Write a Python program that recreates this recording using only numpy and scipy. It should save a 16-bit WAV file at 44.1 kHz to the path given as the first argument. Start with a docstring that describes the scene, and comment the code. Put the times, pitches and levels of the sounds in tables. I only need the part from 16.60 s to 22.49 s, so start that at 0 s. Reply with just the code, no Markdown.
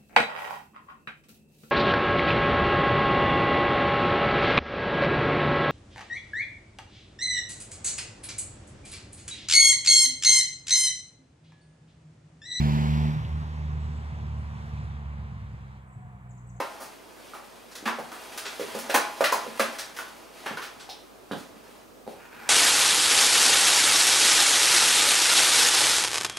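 """Capsule coffee machine, end of the brew.

A closely spaced pair of microphones near the machine, in a bare, lively kitchen. Air gulps through the
spout and spits the last coffee into a glass mug; foam fizzes and gurgles between the bursts. The housing
gives a dull thump, then a hand bumps the mug and drags it over the plastic drip tray."""
import sys
import numpy as np
from scipy import signal
from scipy.fft import rfft, irfft, next_fast_len
from scipy.io import wavfile

SR = 44100
rng = np.random.default_rng(int(sys.argv[2]) if len(sys.argv) > 2 else 0)


def wav_out(sig):
    """Save sig, one row per channel (or a flat mono array), as 16-bit PCM at SR to the path in sys.argv[1]."""
    wavfile.write(sys.argv[1], SR, np.round(np.clip(np.atleast_2d(sig).T, -1, 1) * 32767).astype(np.int16))


N = 259749
TIME = np.arange(N) / SR

# Spits of coffee and air. Each row: start in seconds, strength in dB, wetness (extra splash) in dB,
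# extra mist in dB, swell in seconds.
SPIT_EVENTS = [(.001, -37, 6, -10.5, 0.00067), (.198, -52, 10, 9.5, 0.015), (.735, -50.5, 5.5, -2, 0.0057),
               (1.112, -52, -3.5, -10, 0.0017), (1.153, -45, -2.5, -0.5, 0.00044),
               (1.255, -34.5, 3, -11.5, .002), (1.272, -34.5, 4, -10, 0.0023), (1.385, -50, 12.5, -1, .003),
               (1.517, -47, 5.5, -2, .0005), (1.776, -39.5, -2.5, 0.5, 0.0004),
               (1.853, -37, -1, -18, 0.0033), (1.99, -43.5, -0.5, -1, .01), (2.148, -54, 13.5, 10, 0.00079),
               (2.188, -52, 3, 13, 0.0004), (2.296, -34, 0.5, -3.5, .003), (2.342, -25, 4.5, 1, 0.0017),
               (2.607, -35, 7.5, -5, 0.00025), (2.64, -25.5, 0.5, -6, 0.001), (2.723, -36, 7, 5, 0.00067),
               (2.995, -28, 2, -2.5, 0.0012), (3.184, -36, -3, -5.5, 0.0031), (3.362, -44.5, 0, 2, 0.0064),
               (3.385, -42.5, 3.5, -1.5, 0.0032), (3.859, -36, 3.5, -11.5, 0.0028),
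               (3.971, -40.5, 2.5, -9, 0.0016), (4.016, -41, 0, -4.5, 0.0076),
               (4.196, -47, -2.5, -19, 0.0052), (4.291, -39.5, -13.5, -14, .003),
               (4.76, -52, -1.5, 2.5, 0.019)]
# Air leaking through the spout; it builds, then runs out. Each row: time in seconds, level in dB.
SPOUT_AIRFLOW = [(0, -47), (.42, -57.5), (.65, -52), (1.05, -56.5), (1.5, -50.5), (1.6, -46.5),
                 (2.25, -42.5), (2.53, -45), (2.9, -45.5), (3.14, -44.5), (3.3, -51), (3.5, -51.5),
                 (3.7, -57.5), (3.8, -48), (4.15, -55.5), (4.62, -64), (5.14, -56.5), (5.42, -76)]
# Spectrum of splashing coffee. Each row: ratio to the splash's pitch, level in dB.
SPLASH_SPECTRUM = [(.12, -41), (.25, -8.5), (.5, -7.5), (.75, -2.5), (1, 0), (1.4, -3), (2, -10),
                   (3.2, -17), (12, -41)]
# Spectra of the finest spray and of fizzing foam. Each row: frequency in Hz, level in dB.
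MIST_SPECTRUM = [(200, -49), (3500, -2), (6000, 2), (8000, -3), (10000, 1.5), (12500, -4.5), (16000, -3.5)]
FIZZ_SPECTRUM = [(300, -84), (1500, 2.5), (2500, 4.5), (4800, -1.5), (7000, -7.5), (10000, -3),
                 (16000, -12.5)]


def from_db(db):
    """Decibels to gain."""
    return 10 ** (np.asarray(db) / 20)


def at_hz(points, hz):
    """Read a table on a log-frequency axis."""
    known_hz, value = np.transpose(points)
    return np.interp(np.log(np.maximum(hz, 1)), np.log(known_hz), value)


def in_time(rows):
    """Join rows of seconds and value into a curve as long as the scene."""
    return np.interp(TIME, *np.transpose(rows))


def add(track, start_s, sound):
    """Mix a sound into a track at a time."""
    i = max(0, round(start_s * SR))
    track[i:i + len(sound)] += sound[:N - i]


def colour(noise, spectrum):
    """Give a steady noise a spectrum and an rms of 1."""
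    n = noise.shape[-1]
    size = next_fast_len(n)
    gain = from_db(at_hz(spectrum, np.fft.rfftfreq(size, 1 / SR)))
    shaped = irfft(rfft(noise, size) * gain, size)[..., :n]
    return shaped / np.sqrt(np.mean(shaped ** 2) + 1e-20)


def clicks(n, per_s, spread_db):
    """Random clicks of uneven size."""
    sizes = from_db(spread_db * np.minimum(rng.exponential(1, n), 4)) * rng.choice([-1, 1], n)
    return sizes * (rng.random(n) < per_s / SR)


def ring(t, hz, t60, wave=np.sin):
    """A struck mode that falls 60 dB in t60 seconds."""
    return wave(2 * np.pi * hz * t) * np.exp(-np.log(1000) * t / t60)


def struck(modes):
    """One blow on a body; every mode's strength varies a little from blow to blow."""
    t = TIME[:SR // 3]
    return sum(from_db(db + rng.normal(0, 1)) * ring(t, hz, t60) for hz, db, t60 in modes)


def radiate(x, lowest_hz=140):
    """Small bodies radiate little bass."""
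    return signal.sosfilt(signal.butter(4, lowest_hz, "high", fs=SR, output="sos"), x + 1e-18)


def diffuse(n, likeness):
    """White noise arriving from all sides at the microphone pair."""
    mid, side = rfft(rng.standard_normal((2, n)))
    alike = np.clip(at_hz(likeness, np.fft.rfftfreq(n, 1 / SR)), 0, .99)
    return irfft(np.sqrt((1 + alike) / 2) * mid + np.sqrt((1 - alike) / 2) * side * [[1], [-1]], n)


def room_tone(air_db=-50.5, hum_hz=49, hum_db=-70):
    """Still room air all round, and the low hum of an appliance toward the left."""
    # Spectrum of the still room. Each row: frequency in Hz, level in dB.
    air_spectrum = [(25, -37), (70, -8), (110, -4), (160, -6), (220, 1), (420, 2.5), (630, 0.5),
                    (850, -5.5), (1200, -5), (1800, -14), (4000, -18), (10000, -23), (16000, -23)]
    # Its likeness at the two microphones. Each row: frequency in Hz, correlation.
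    air_likeness = [(60, 0.012), (200, 0.057), (600, 0.067), (2000, 0.061), (4500, 0.34), (8000, 0.65),
                    (13000, 0.48)]
    air = from_db(air_db) * colour(diffuse(next_fast_len(N), air_likeness)[:, :N], air_spectrum)
    hum = from_db(hum_db) * np.sqrt(2) * np.sin(2 * np.pi * hum_hz * TIME)
    return air * from_db([[-.7], [.7]]) + hum * from_db([[2], [-3]])


def kitchen(x, direct_db=-2, nook_db=-5, build_s=0.0015, left_db=-0.1):
    """The microphones hear direct sound, standing waves and a dense tail that dies band by band."""
    # Likeness of the reflections at the two microphones. Each row: frequency in Hz, correlation.
    tail_likeness = [(100, 0.083), (250, 0.45), (600, 0.65), (1200, 0.64), (2200, 0.49), (4500, 0.84),
                     (8000, 0.92), (13000, 0.04)]
    # Reverberation of the kitchen. Each row: frequency in Hz, t60 in seconds.
    decay_times = [(120, 0.39), (400, 0.35), (1000, 0.41), (3000, 0.4), (7000, 0.32), (15000, 0.13)]
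    # Standing waves around the machine. Each row: frequency in Hz, level in dB, t60 in seconds.
    nook_modes = [(234.4, -4, 0.093), (437, -1, 0.27), (544, 6.5, 0.24), (658.6, 9.5, 0.34),
                  (774, -3, 0.61), (835, 14.5, 0.53), (1016, 7, 1), (1110, -55, 1), (1513, -6, 0.64),
                  (1530, -7, 0.6), (1680, -25, 0.27), (2300, -52, 0.5), (2720, -18, 0.27), (4700, 4, 0.12),
                  (4600, -10, .15)]
    t = TIME[:SR * 2 // 3]
    noise, hz = rfft(diffuse(len(t), tail_likeness)), np.fft.rfftfreq(len(t), 1 / SR)
    centres = np.geomspace(100, 16000, 24)
    tail = 0
    for centre, pick in zip(centres, np.eye(len(centres))):
        share = at_hz(np.c_[centres, pick], hz)
        envelope = np.exp(-np.log(1000) * t / at_hz(decay_times, centre)) * (1 - np.exp(-t / build_s))
        band = irfft(noise * share, len(t)) * envelope
        # every band returns the same energy to each microphone
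        tail = tail + band * np.sqrt(np.mean(share ** 2) / np.sum(band ** 2, axis=1, keepdims=True))
    nook = sum(from_db(db) * 2 * np.log(1000) / (t60 * SR) * ring(t, mode_hz, t60, np.cos)
               for mode_hz, db, t60 in nook_modes)
    echoes = signal.oaconvolve(x[None], tail + from_db(nook_db) * nook, axes=1)[:, :N]
    return (from_db(direct_db) * x + echoes) * from_db([[left_db], [-left_db]])


def bubbles(spectrum, per_s, spread_db, clumps_per_s=45, clump_db=1.7):
    """Bubbles burst in clumps: dense clicks whose level wanders quickly."""
    bursts = colour(clicks(N, per_s, spread_db), spectrum)
    clumps = clump_db * rng.standard_normal(400)
    return bursts * from_db(np.interp(TIME * clumps_per_s, np.arange(len(clumps)), clumps))


def stirred(levels_db, settle_s):
    """Each spit adds its energy to the mug, and the coffee settles again."""
    power, settling = np.zeros(N), np.exp(-TIME[:SR] / settle_s)
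    for (start, *_), db in zip(SPIT_EVENTS, levels_db):
        add(power, start, (from_db(db) * settling) ** 2)
    return np.sqrt(power)


def foam(gurgle_db=-3, slosh_db=-16, slosh_hz=1150, fizz_db=-3, even_flow_db=-46.5):
    """Large bubbles gurgle in the spout, coffee sloshes after each splash, the crema fizzes."""
    # Spectrum of the large bubbles. Each row: frequency in Hz, level in dB.
    gurgle_spectrum = [(100, -17), (230, -3.5), (400, 0), (700, 3.5), (1200, 2), (1900, -9.5), (3000, -16),
                       (6000, -10.5), (16000, -40)]
    flow_db = in_time(SPOUT_AIRFLOW)
    _, strength, wetness, _, _ = np.transpose(SPIT_EVENTS)
    # the gurgle follows most of the airflow's swing; both airflow and spits feed the fizz
    gurgle = from_db(gurgle_db + even_flow_db + 0.93 * (flow_db - even_flow_db))
    slosh = stirred(strength + wetness + slosh_db, settle_s=0.098)
    fizz = from_db(fizz_db) * np.hypot(from_db(flow_db), stirred(strength - 10, settle_s=0.056))
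    large = bubbles(gurgle_spectrum, per_s=900, spread_db=-0.5)
    middling = bubbles(np.multiply(SPLASH_SPECTRUM, [slosh_hz, 1]), per_s=1200, spread_db=6.5)
    tiny = bubbles(FIZZ_SPECTRUM, per_s=3500, spread_db=3.0)
    return gurgle * large + slosh * middling + fizz * tiny


def pops(per_s=22, level_db=7, spread_db=3, low_hz=700, high_hz=2600, t60=0.017):
    """Single small bubbles pop at random in the spout, louder while more air leaks through."""
    out, t = np.zeros(N), TIME[:SR // 16]
    flow_db = in_time(SPOUT_AIRFLOW)
    start = 0
    for wait, size, pitch in rng.random((400, 3)):
        start += -np.log(1 - wait) / per_s
        if start >= TIME[-1]:
            break
        db = flow_db[int(start * SR)] + level_db + spread_db * (2 * size - 1)
        add(out, start, from_db(db) * ring(t, low_hz * (high_hz / low_hz) ** pitch, t60))
    return out


def mug(bump_db=-5, slide_db=-1.0, slide_rise_s=0.038, brush_db=-55, brush_s=0.033):
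    """Fingers brush the handle, the mug knocks on the tray, then slips over it in tiny jerks."""
    # The hand tips the mug against the tray. Each row: start in seconds, level in dB.
    bumps = [(5.467, -30.5), (5.477, -19.5), (5.494, -31)]
    # Ringing of the tray. Each row: frequency in Hz, level in dB, t60 in seconds.
    tray_modes = [(238, -43, 0.068), (418, -28, 0.032), (540, 2.5, 0.017), (746, -4, 0.028),
                  (1950, -17, .005), (3800, -16, 0.0085), (8900, -20, .004)]
    # Friction of the sliding mug. Each row: time in seconds, level in dB.
    friction = [(5.55, -60), (5.58, -52), (5.586, -54), (5.654, -49), (5.704, -65), (5.716, -48.5),
                (5.872, -41.5), (5.89, -40)]
    # Spectrum of glass scraping on plastic. Each row: frequency in Hz, level in dB.
    scrape_spectrum = [(200, -4), (400, -11), (700, -5.5), (1000, 2), (1200, -3), (1500, 3), (2000, -4.5),
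                       (2550, -3), (3300, -13.5), (7000, -21), (15000, -23)]
    moving = np.clip((TIME - friction[0][0]) / slide_rise_s, 0, 1)
    jerks = colour(clicks(N, per_s=810, spread_db=0.5), scrape_spectrum)
    out = moving * from_db(in_time(friction) + slide_db) * jerks
    t = TIME[:SR // 4]
    brush = t / brush_s * np.exp(1 - t / brush_s) * colour(rng.standard_normal(len(t)), FIZZ_SPECTRUM)
    add(out, bumps[0][0], from_db(brush_db) * brush)
    for start, db in bumps:
        add(out, start, from_db(db + bump_db) * struck(tray_modes))
    return out


def thumps(level_db=-2, rattle_s=0.0097):
    """Dull blows inside the housing; a softer contact loses treble, and loose plastic rattles after."""
    # The blows. Each row: start in seconds, level in dB, treble cutoff in Hz, rattle level in dB.
    blows = [(3.862, -39, 600, -70), (3.911, -26, 600, -49), (4.7123, -23, 1500, -41.5),
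             (4.722, -29, 1200, -64), (4.733, -20, 700, -67), (4.966, -39, 300, -69)]
    # Ringing of the housing. Each row: frequency in Hz, level in dB, t60 in seconds.
    housing_modes = [(134, -28, 0.094), (176, -28, 0.068), (248, -17.5, 0.16), (290, -8, 0.04),
                     (445, -5.5, 0.018), (705, 10, 0.0041), (1300, 5.5, 0.0053), (1540, -3, 0.011)]
    # Spectrum of the loose plastic. Each row: frequency in Hz, level in dB.
    rattle_spectrum = [(500, -38), (2300, -9), (3400, 5.5), (4500, -4), (7000, -15), (11000, -14),
                       (16000, -22)]
    out, t = np.zeros(N), TIME[:SR // 4]
    shaking = t / rattle_s * np.exp(1 - t / rattle_s)
    for start, db, cutoff_hz, rattle_db in blows:
        thud = signal.lfilter(*signal.butter(1, cutoff_hz, fs=SR), struck(housing_modes))
        rattle = shaking * colour(clicks(len(t), per_s=1300, spread_db=2), rattle_spectrum)
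        add(out, start, from_db(db + level_db) * thud)
        add(out, start, from_db(rattle_db) * rattle)
    return out


def booms(hollow_hz=235, t60=0.14, swell_s=0.0071, level_db=-4):
    """The air in the brew head answers a pressure surge with one low, hollow note."""
    # Pressure surges. Each row: start in seconds, level in dB.
    surges = [(1.256, -18.5), (1.39, -31), (2.15, -25), (2.345, -29), (2.872, -27.5), (2.998, -19.5)]
    out, t = np.zeros(N), TIME[:SR // 3]
    note = ring(t, hollow_hz, t60) * (1 - np.exp(-t / swell_s))
    for start, db in surges:
        add(out, start, from_db(db + level_db) * note)
    return out


def gulps(level_db=-1, rise=0.029, swell_s=0.00071, ring_s=0.021):
    """Each air pocket rings briefly, rising in pitch as it opens."""
    # Air pockets breaking through the spout. Each row: start in seconds, level in dB, pitch in Hz.
    pockets = [(.002, -23.5, 527), (.735, -30, 1306), (1.226, -32.5, 330), (1.278, -19, 1080),
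               (1.385, -36, 530), (1.996, -21.5, 487), (2.012, -22.5, 418), (2.149, -22.5, 482),
               (2.296, -18.5, 604), (2.341, -16, 770), (2.607, -9.5, 594), (2.724, -18, 625),
               (2.726, -13, 1028), (2.865, -26.5, 483), (2.996, -14, 552), (3.001, -18, 1626),
               (3.388, -25, 1470), (3.972, -25, 1490), (4.29, -31.5, 770)]
    out, t = np.zeros(N), TIME[:SR // 8]
    quickening = t * (1 + rise * np.minimum(t / ring_s, 1))
    for start, db, hz in pockets:
        gulp = ring(quickening, hz / (1 + rise / 2), ring_s) * (1 - np.exp(-t / swell_s))
        add(out, start, from_db(db + level_db) * gulp / np.abs(gulp).max())
    return out


def snaps(level_db=12, abrupt_s=0.0017, length_s=0.00069):
    """An abrupt spit opens with the crisp snap of a bursting film; a slow one has none."""
    out, t = np.zeros(N), TIME[:SR // 50]
    for start, strength, _, mist, swell in SPIT_EVENTS:
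        crack = colour(rng.standard_normal(len(t)), MIST_SPECTRUM) * np.exp(-t / length_s)
        add(out, start, from_db(strength + mist + level_db) * np.exp(-swell / abrupt_s) * crack)
    return out


def rasps(level_db=-11, dry_share=0.74, length_s=0.021):
    """The drier a spit, the more its air rasps at the lip of the spout."""
    # Spectrum of air at the lip. Each row: frequency in Hz, level in dB.
    lip_spectrum = [(1500, -38), (2800, -14), (3600, -1), (4700, -6), (5500, -6), (7500, -32)]
    out, t = np.zeros(N), TIME[:SR // 4]
    for start, strength, wetness, _, swell in SPIT_EVENTS:
        jet = (1 - np.exp(-t / swell)) * np.exp(-t / length_s)
        rasp = jet / jet.max() * colour(clicks(len(t), per_s=2000, spread_db=4.5), lip_spectrum)
        add(out, start, from_db(strength + level_db - dry_share * wetness) * rasp)
    return out


def spits(hiss_db=-2, mist_db=-2, usual_s=0.034, tearing_s=0.00018, spots=3):
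    """A jet tears coffee into a splash, a hiss and a fine mist. One track per landing spot."""
    # Spectrum of the hiss at the spout. Each row: ratio to the hiss's pitch, level in dB.
    hiss_spectrum = [(.07, -69), (.3, -51), (.6, 0.5), (1, 3), (1.35, -2.5), (2, -6.5), (3, -25), (6, -72)]
    out, t = np.zeros((spots, N)), TIME[:SR // 4]
    for k, (start, strength, wetness, mist, swell) in enumerate(SPIT_EVENTS):
        # a wetter spit throws larger drops and sounds lower
        splash_hz = 1382 * 2 ** (-0.0769 * wetness)
        hiss_hz = 3060 * 2 ** (-0.27 * wetness)
        sprays = ((np.multiply(SPLASH_SPECTRUM, [splash_hz, 1]), wetness),
                  (np.multiply(hiss_spectrum, [hiss_hz, 1]), hiss_db),
                  (MIST_SPECTRUM, mist + mist_db))
        decay_s = 0.015 + 1.23 * swell
        for fineness, (spectrum, db) in enumerate(sprays):
            rise_s = swell + fineness * tearing_s  # finer drops take a little longer to tear off
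            jet = (1 - np.exp(-t / rise_s)) * np.exp(-t / decay_s)
            spray = jet * colour(clicks(len(t), per_s=8000, spread_db=3.5), spectrum)
            # a longer spit spreads the same energy more thinly
            spray *= np.sqrt(usual_s * SR / np.sum(spray ** 2))
            add(out[k % spots], start, from_db(strength + db) * spray)
    return out


def scene(body_left_db=-1.1):
    """Each spot that sounds reaches the microphones by its own set of reflections."""
    machine = kitchen(radiate(gulps() + booms() + thumps())) * from_db([[body_left_db], [-body_left_db]])
    spray = sum(kitchen(radiate(spot)) for spot in spits())
    cup = kitchen(radiate(foam() + pops() + snaps() + rasps() + mug()))
    return machine + spray + cup + room_tone()


def record(dry, cutoff_hz=15700):
    """The highest treble is cut steeply."""
    return signal.sosfilt(signal.ellip(10, .2, 70, cutoff_hz, fs=SR, output="sos"), dry)


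dry = scene()
out = record(dry)
wav_out(out)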